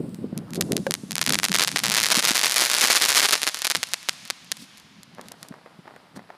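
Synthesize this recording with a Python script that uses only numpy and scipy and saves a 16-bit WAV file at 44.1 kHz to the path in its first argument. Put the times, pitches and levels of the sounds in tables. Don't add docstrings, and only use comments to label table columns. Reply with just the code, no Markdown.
import sys
import numpy as np
from scipy import signal
from scipy.fft import rfft, irfft, next_fast_len
from scipy.io import wavfile
from scipy.ndimage import uniform_filter1d, minimum_filter1d

SR = 44100
rng = np.random.default_rng(int(sys.argv[2]) if len(sys.argv) > 2 else 0)


def int16_out(signal):
    q = np.round(np.clip(np.atleast_2d(signal).T, -1, 1) * 32767)
    wavfile.write(sys.argv[1], SR, q.astype(np.int16))


N = 280913
TIME = np.arange(N) / SR

# [t/s, rate/(pops per s), mean energy/dB]
WEAK_SWARM = [(1.1, 2, -30), (1.3, 41, -18), (1.8, 47, -25.5), (2.1, 259, -17), (2.5, 292, -11),
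              (2.9, 446, -12), (3.23, 510, -19.5), (3.3, 127, -11), (3.45, 55, -14), (3.8, 22, -17),
              (4.3, 15, -27.5), (5.55, 1.75, -38.5)]


def undb(db):
    return 10 ** (np.asarray(db) / 20)


def along(table, t):
    s, *columns = np.transpose(table)
    return [np.interp(t, s, c) for c in columns]


def shape(points, hz):
    f, value = np.transpose(points)
    return np.interp(np.log(np.maximum(hz, 1)), np.log(f), value)


def tint(x, colour):
    size = next_fast_len(len(x), True)
    gain = undb(shape(colour, np.fft.rfftfreq(size, 1 / SR)))
    y = irfft(rfft(x, size) * gain, size)[:len(x)]
    return y / np.sqrt(np.mean(y ** 2))


def walk(rate):
    knots = rng.standard_normal(1024)
    return np.interp(TIME * rate, np.arange(len(knots)), knots)


def unit(rows):
    return rows / np.sqrt(np.sum(rows ** 2, axis=-1, keepdims=True))


def place(times, waves):
    out = np.zeros(N + waves.shape[1])
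    starts = np.clip(times * SR, 0, N - 1).astype(int)
    for i, wave in zip(starts, waves):
        out[i:i + len(wave)] += wave
    return out[:N]


def swells(rows):
    return sum(undb(db) * np.exp(-((TIME - s) / length) ** 2) for s, db, length in rows)


def grit(size, spread_db):
    return rng.standard_normal(size) * undb(spread_db * rng.standard_normal(size))


def air():
    # [f/Hz, level per Hz/dB]
    air_colour = [(30, 2), (70, 5.5), (150, -1.5), (400, -6), (1000, 1), (2000, -5), (5000, -9),
                  (6200, -19.5), (10000, -18), (15000, -29.5)]
    hiss_colour = [(6000, -33.5), (7700, -1), (9200, 1), (11500, -12.5), (14000, -8.5)]
    air_db, hiss_db = -58, -62
    hiss_hold_s, hiss_fade_db_per_s = .17, 90
    calm = tint(rng.standard_normal(N), air_colour) * undb(air_db + 0.56 * walk(5))
    hiss = tint(rng.standard_normal(N), hiss_colour)
    fade_db = hiss_fade_db_per_s * np.maximum(TIME - hiss_hold_s, 0)
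    return calm + hiss * undb(hiss_db - fade_db)


def wind():
    # [t/s, level/dB]
    breeze = [(0, -37), (.8, -37), (1.2, -41), (2.1, -42.5), (2.8, -59), (3.5, -62), (4.5, -55.5),
              (6.37, -58)]
    # [centre t/s, level/dB, half length/s]
    gusts = [(.02, -30, .05), (.228, -31.5, 0.038), (.38, -33.5, .04), (.585, -27.5, 0.073),
             (.74, -27.5, 0.081), (.9, -31, 0.023), (1.13, -41, 0.02), (1.32, -31.5, 0.051),
             (1.51, -32, 0.017), (1.6, -34.5, .04), (1.86, -40, 0.041), (3.79, -46.5, 0.031),
             (4.62, -44, 0.026), (4.86, -47.5, .025), (5.02, -50, .035), (5.13, -49.5, 0.035),
             (5.25, -44, 0.053), (5.5, -45.5, .03), (6.185, -41, 0.041)]
    # [f/Hz, level/dB]
    rumble_colour = [(25, -7.5), (60, -11.5), (100, -7.5), (170, 1.5), (260, -3.5), (400, -19),
                     (700, -31.5), (1500, -50.5), (4000, -65)]
    # [t/s, level/dB, pitch f/Hz]
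    buffets = [(.003, -16.5, 280), (0.187, -25, 200), (0.242, -17.5, 230.5), (0.326, -16.5, 193),
               (0.576, -18.5, 260), (.71, -12, 330), (.728, -12, 199), (.755, -15.5, 287),
               (1.035, -21, 204), (1.495, -25, 180), (2.173, -17, 225), (2.309, -19, 235),
               (5.508, -25, 220), (5.789, -32.5, 181), (6.17, -28, 235.1)]
    rush_colour = [(120, -40.0), (330, 7.5), (550, -2.5), (1000, -20.0), (3000, -47.5), (9000, -58)]

    gust_db = 20 * np.log10(np.hypot(undb(along(breeze, TIME)[0]), swells(gusts)))
    rumble = tint(rng.standard_normal(N), rumble_colour) * undb(gust_db - 1.0 + 3.5 * walk(35))
    strength = undb(gust_db - gust_db.max() + 3.3 * walk(45))
    rush = tint(rng.standard_normal(N), rush_colour)

    times, db, hz = np.transpose(buffets)[:, :, None]
    cycles = hz * TIME[:SR // 16]
    swell = cycles / 0.49
    push = undb(db) * swell * np.exp(1 - swell)
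    thumps = place(times[:, 0], push * np.sin(2 * np.pi * cycles))
    edge = undb(-17.5) * place(times[:, 0], push)
    rush_gain = undb(-35) * strength ** 1.85 + edge
    return rumble + rush_gain * rush + undb(-2.5) * thumps


def shocks(colour, tilt_db, size=512):
    hz = np.fft.rfftfreq(size, 1 / SR)
    octaves = np.log2(np.maximum(hz, 700) / 3000)
    db = shape(colour, hz) + tilt_db[:, None] * octaves
    cepstrum = irfft(np.log(undb(db)))
    cepstrum[:, 1:size // 2] *= 2
    cepstrum[:, size // 2 + 1:] = 0
    return unit(irfft(np.exp(rfft(cepstrum))))


def flutter(colour, count, t60, size=1536):
    noise = tint(rng.standard_normal(count * size), colour).reshape(count, size)
    return unit(noise * undb(-60 * np.arange(size) / SR / t60))


def pops(times, db, flutter_db, t60):
    # [f/Hz, level/dB]
    pop_colour = [(40, -29.5), (150, -19.5), (450, -8.5), (1000, -5), (2000, -0.5), (3000, -2), (4400, 0.5),
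                  (7000, -3.5), (8000, -6.5), (9800, -4), (12500, -10), (15000, -21), (16500, -42)]
    # [f/Hz, level/dB]
    flutter_colour = [(60, -27.5), (300, -6.5), (800, -2.5), (1800, 7.5), (3200, 1.5), (6500, 1),
                      (10000, -1), (15000, -10.5)]
    # [t/s, tilt/(dB per octave)]
    brightness = [(.5, 3.5), (1.15, .5), (1.5, 0), (4.3, -0.03), (4.6, 2), (5.5, 2.5)]
    size = undb(db)[:, None]
    tilt_db = along(brightness, times)[0] + 0.99 * rng.standard_normal(len(times))
    spikes = place(times, size * shocks(pop_colour, tilt_db))
    trails = place(times, size * flutter(flutter_colour, len(times), t60))
    return spikes + undb(flutter_db) * trails


def firework():
    # [t/s, energy/dB]
    loud_pops = [(.1458, -22.5), (.3774, -8.5), (.5066, -22), (.5348, -10.5), (.547, -14), (.5576, -10),
                 (.6099, 2.5), (.6125, 7), (.7209, 0.5), (.7675, 2), (.9094, 6), (.9403, 3.5), (1.1091, -7),
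                 (1.1189, -3.5), (1.1553, 1), (1.1814, 1), (1.2145, 4), (1.2173, 4.5), (1.241, -9),
                 (1.2641, 6), (1.2797, -2), (1.2933, -1.5), (1.2947, 9), (1.3239, 8), (1.3364, 0.5),
                 (1.3441, 10), (1.3886, 4), (1.433, 4), (1.442, 8), (1.4445, 1.5), (1.4508, 3.5),
                 (1.485, -2), (1.518, 4.5), (1.5408, 2.5), (1.5454, 15), (1.5523, 2.5), (1.5633, 2.5),
                 (1.5865, 8.5), (1.5957, 4), (1.5987, 6.5), (1.6088, 14), (1.6188, 10), (1.6253, 8.5),
                 (1.6377, 8.5), (1.675, 1.5), (1.6805, 2.5), (1.7165, -4.5), (1.7603, 6), (1.7629, 7),
                 (1.785, -3), (1.7913, 1.5), (1.8366, 1.5), (1.8402, 8), (1.8581, 2.5), (1.8666, 1.5),
                 (1.8828, 1), (1.8997, 6), (1.9183, 6), (1.9479, 9.5), (1.9698, 9), (1.9772, 6),
                 (2.0017, 6.5), (2.0371, 10.5), (2.0658, 4), (2.1033, 10), (2.1168, 10.5), (2.1182, 8.5),
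                 (2.1211, 6), (2.1448, 10), (2.1598, 9), (2.1692, 7.5), (2.1853, 8.5), (2.1971, 7),
                 (2.2516, 4.5), (2.2737, 6.5), (2.2841, 10.5), (2.2897, 11), (2.3079, 11), (2.3552, 9.5),
                 (2.3699, 8.5), (2.3936, 4.5), (2.4377, 10.5), (2.4588, 11.5), (2.5213, 3), (2.5621, 5),
                 (2.567, 5), (2.5977, 6.5), (2.6062, 7), (2.6117, 8.5), (2.6517, 6.5), (2.7412, 7.5),
                 (2.7494, 4), (2.8159, 6.5), (2.8283, 9), (2.8407, 17), (2.9013, 17), (2.905, 8.5),
                 (2.9085, 11.5), (2.9205, 9), (2.9313, 7), (2.9571, 11), (2.9614, 4), (2.9687, 4),
                 (3.0344, 11), (3.0522, 9), (3.0867, 5.5), (3.0911, 6.5), (3.1193, 9), (3.1581, 4),
                 (3.1609, 1.5), (3.1677, 17), (3.1701, 11.5), (3.1741, 8), (3.1812, 6.5), (3.1977, 15),
                 (3.2314, 8.5), (3.2439, 8.5), (3.2488, 9.5), (3.2588, 6.5), (3.2884, 6.5), (3.293, -2.5),
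                 (3.3092, 6), (3.3248, 9.5), (3.3281, 6), (3.3309, 13.5), (3.3332, 10), (3.336, 6.5),
                 (3.3543, 4.5), (3.3777, -7), (3.4182, -.5), (3.4317, 7.5), (3.4447, -7), (3.4683, 4.5),
                 (3.4755, 7.5), (3.4784, 1), (3.4897, -1), (3.5453, -1), (3.6196, 0.5), (3.6477, 3),
                 (3.6524, 4), (3.6694, 7.5), (3.701, 7), (3.7142, 3.5), (3.7501, 12), (3.7671, -2.5),
                 (3.8311, 5.5), (3.9357, 6), (4.0882, 8.5), (4.3018, 2), (4.5178, 3), (4.5699, -18),
                 (4.7997, -26.5), (5.0326, -20), (5.1493, -30), (5.2132, -19.5), (5.2852, -18),
                 (5.3197, -15), (5.4297, -14), (5.4865, -21)]
    # [t/s, delay/s, level/dB]
    ground = [(.6, .011, -15.5), (1.2, .011, -6), (2.2, 0.0087, -7), (3.0, 0.0078, -6), (3.6, 0.006, -6.5),
              (4.3, .0053, -1.5), (4.52, .0038, -3), (5.3, 0.0038, -14)]

    rate, mean_db = along(WEAK_SWARM, TIME)
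    weak = np.flatnonzero(rng.random(N) < rate / SR)
    weak_db = mean_db[weak] + 5.0 * rng.standard_normal(len(weak))
    weak_pops = np.column_stack([TIME[weak], weak_db])
    times, db = np.vstack([loud_pops, burst(), weak_pops]).T
    times = times + 4e-5 * rng.standard_normal(len(times))

    delay, bounce_db = along(ground, times)
    crowding = along(WEAK_SWARM, times)[0] / rate.max()
    delay = delay * (1 + .06 * crowding * rng.standard_normal(len(times)))
    direct = pops(times, db, flutter_db=-10.5, t60=0.0085)
    bounce = pops(times + delay, db + bounce_db, flutter_db=-8.5, t60=0.012)
    dull_bounce = signal.lfilter(*signal.butter(2, 7200, fs=SR), bounce)
    return undb(0.64) * direct + undb(1.5) * dull_bounce


def land(x, wet_db):
    # [centre f/Hz, level/dB, t60/s]
    scatter_bands = [(250, -16, 1.5), (693, 2.5, 2.0), (1500, -6, 5), (3040, -3, 5), (4800, -1, 3.57),
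                     (6550, 1, 2.8), (8500, 5.5, 1.4), (13000, -3, 1.9)]
    t = TIME[:3 * SR]
    hz = np.fft.rfftfreq(len(t), 1 / SR)
    grains = rfft(grit(len(t), spread_db=4))
    centres = np.transpose(scatter_bands)[0]
    tail = 0
    for (_, db, t60), share in zip(scatter_bands, np.eye(len(scatter_bands))):
        band = irfft(grains * shape(np.column_stack([centres, share]), hz))
        tail = tail + band * undb(db - 60 * t / t60)
    return signal.fftconvolve(x, undb(wet_db) * unit(tail))[:N]


def fizz(crackle):
    colour = [(150, -23.5), (500, -9), (1000, -3.5), (1800, -3.0), (3000, -2.5), (5000, -4.5),
              (7000, -1.5), (9000, -10.0), (15000, -11)]
    rate = along(WEAK_SWARM, TIME)[0]
    activity = np.sqrt(np.abs(uniform_filter1d(crackle ** 2, size=SR // 80)))
    grains = tint(grit(N, spread_db=6.0), colour)
    return undb(-13.5) * activity * (rate / rate.max()) ** .5 * grains


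def leaves():
    colour = [(200, 1.0), (800, 7), (1500, 6.0), (3000, -18.0), (6000, -25.5), (14000, -22.0)]
    centre_s, level_db, half_length_s = 0.47, -54.5, 0.17
    swell = swells([(centre_s, level_db, half_length_s)])
    return swell * undb(2 * walk(24.3)) * tint(grit(N, spread_db=6), colour)


def rustle():
    # [centre t/s, level/dB, half length/s]
    hand_moves = [(0.564, -40, 0.012), (.78, -56, 0.057), (4.615, -46, 0.032), (5.273, -59, 0.049),
                  (5.434, -57, 0.054), (6.167, -48, 0.01)]
    # [f/Hz, level/dB]
    friction_colour = [(200, -13), (1000, -14), (4000, 5), (6500, -1.5), (9500, -3), (12500, -9),
                       (16000, -20)]
    return swells(hand_moves) * tint(grit(N, spread_db=7.5), friction_colour)


def knock():
    # [f/Hz, level/dB, t60/s]
    modes = [(542, 2, 0.064), (723, -6, .015), (1080, -19, 0.017), (1518, -6, 0.016), (1600, -11, 0.031)]
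    crack_colour = [(250, -13.5), (800, 6), (1800, -1), (3000, -9), (5000, -12), (9000, -17), (15000, -30)]
    knock_s, knock_db = .8668, -16.5
    t = TIME[:SR // 5]
    ring = sum(undb(db - 60 * t / t60) * np.sin(2 * np.pi * hz * t) for hz, db, t60 in modes)
    crack = tint(rng.standard_normal(len(t)), crack_colour) * undb(-3.5 - 60 * t / 0.019)
    return undb(knock_db) * place(np.array([knock_s]), (ring + crack)[None])


def burst():
    start_s, end_s = 1.9, 3.26
    first_per_s, last_per_s = 45, 80
    mean_db, spread_db = 2.2, 3.0
    rate = np.interp(TIME, [start_s, end_s], [first_per_s, last_per_s], left=0, right=0)
    burnt = np.cumsum(rate) / SR
    late, strength = rng.standard_normal((int(burnt[-1]), 2)).T
    turn = np.clip(np.arange(len(late)) + .5 + .7 * late, .5, burnt[-1] - .5)
    times = TIME[np.searchsorted(burnt, turn)]
    return np.column_stack([times, mean_db + spread_db * strength])


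def far_crackle():
    # [t/s, energy/dB]
    distant_pops = [(5.184, -15), (5.194, -11.5), (5.316, -16.5), (5.43, -17.5), (5.524, -18), (5.541, -15),
                    (5.661, -15), (5.856, -21.5), (5.873, -23), (5.878, -13), (5.901, -35), (5.963, -14),
                    (6.162, -15.5), (6.174, -19), (6.193, -15), (6.303, -13)]
    # [f/Hz, level/dB]
    distant_colour = [(100, -22), (350, 1), (700, 4.5), (1900, -4.5), (2800, -17.5), (5000, -25),
                      (9000, -40), (15000, -40)]
    patter_db, build_s, fade_s = -36.5, 0.029, 0.099
    times, db = np.transpose(distant_pops)
    size = undb(db)[:, None]
    spikes = place(times, size * shocks(distant_colour, 0.53 * rng.standard_normal(len(times))))
    smear = place(times, size * flutter(distant_colour, len(times), t60=0.027))

    grains = (rng.random(N) < 600 / SR) * grit(N, spread_db=3.5) + undb(-23) * rng.standard_normal(N)
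    since = TIME - times[:, None]
    activity = np.max(size * np.exp(-np.maximum(since / fade_s, -since / build_s)), axis=0)
    patter = undb(patter_db) * activity * tint(grains, distant_colour)
    return undb(-5.0) * spikes + undb(-4.0) * smear + patter


def scene():
    around = air() + wind() + leaves() + rustle() + knock() + far_crackle()
    crackle = firework()
    scatter = undb(1.0 * walk(14)) * land(crackle, wet_db=-22.5)
    return (crackle + fizz(crackle) + scatter + around)[None]


def record(dry):
    needed = np.minimum(1, 1.15 / (np.abs(dry) + 1e-9))
    gain = uniform_filter1d(minimum_filter1d(needed, size=41), size=21)
    clipped = np.clip(gain * dry, -.88, .88)
    thinned = signal.sosfilt(signal.butter(2, 115, "high", fs=SR, output="sos"), clipped)
    low_pass = signal.firwin(151, 15400, fs=SR)
    return signal.fftconvolve(thinned, low_pass[None], mode="same")


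dry = scene()
out = record(dry)
int16_out(out)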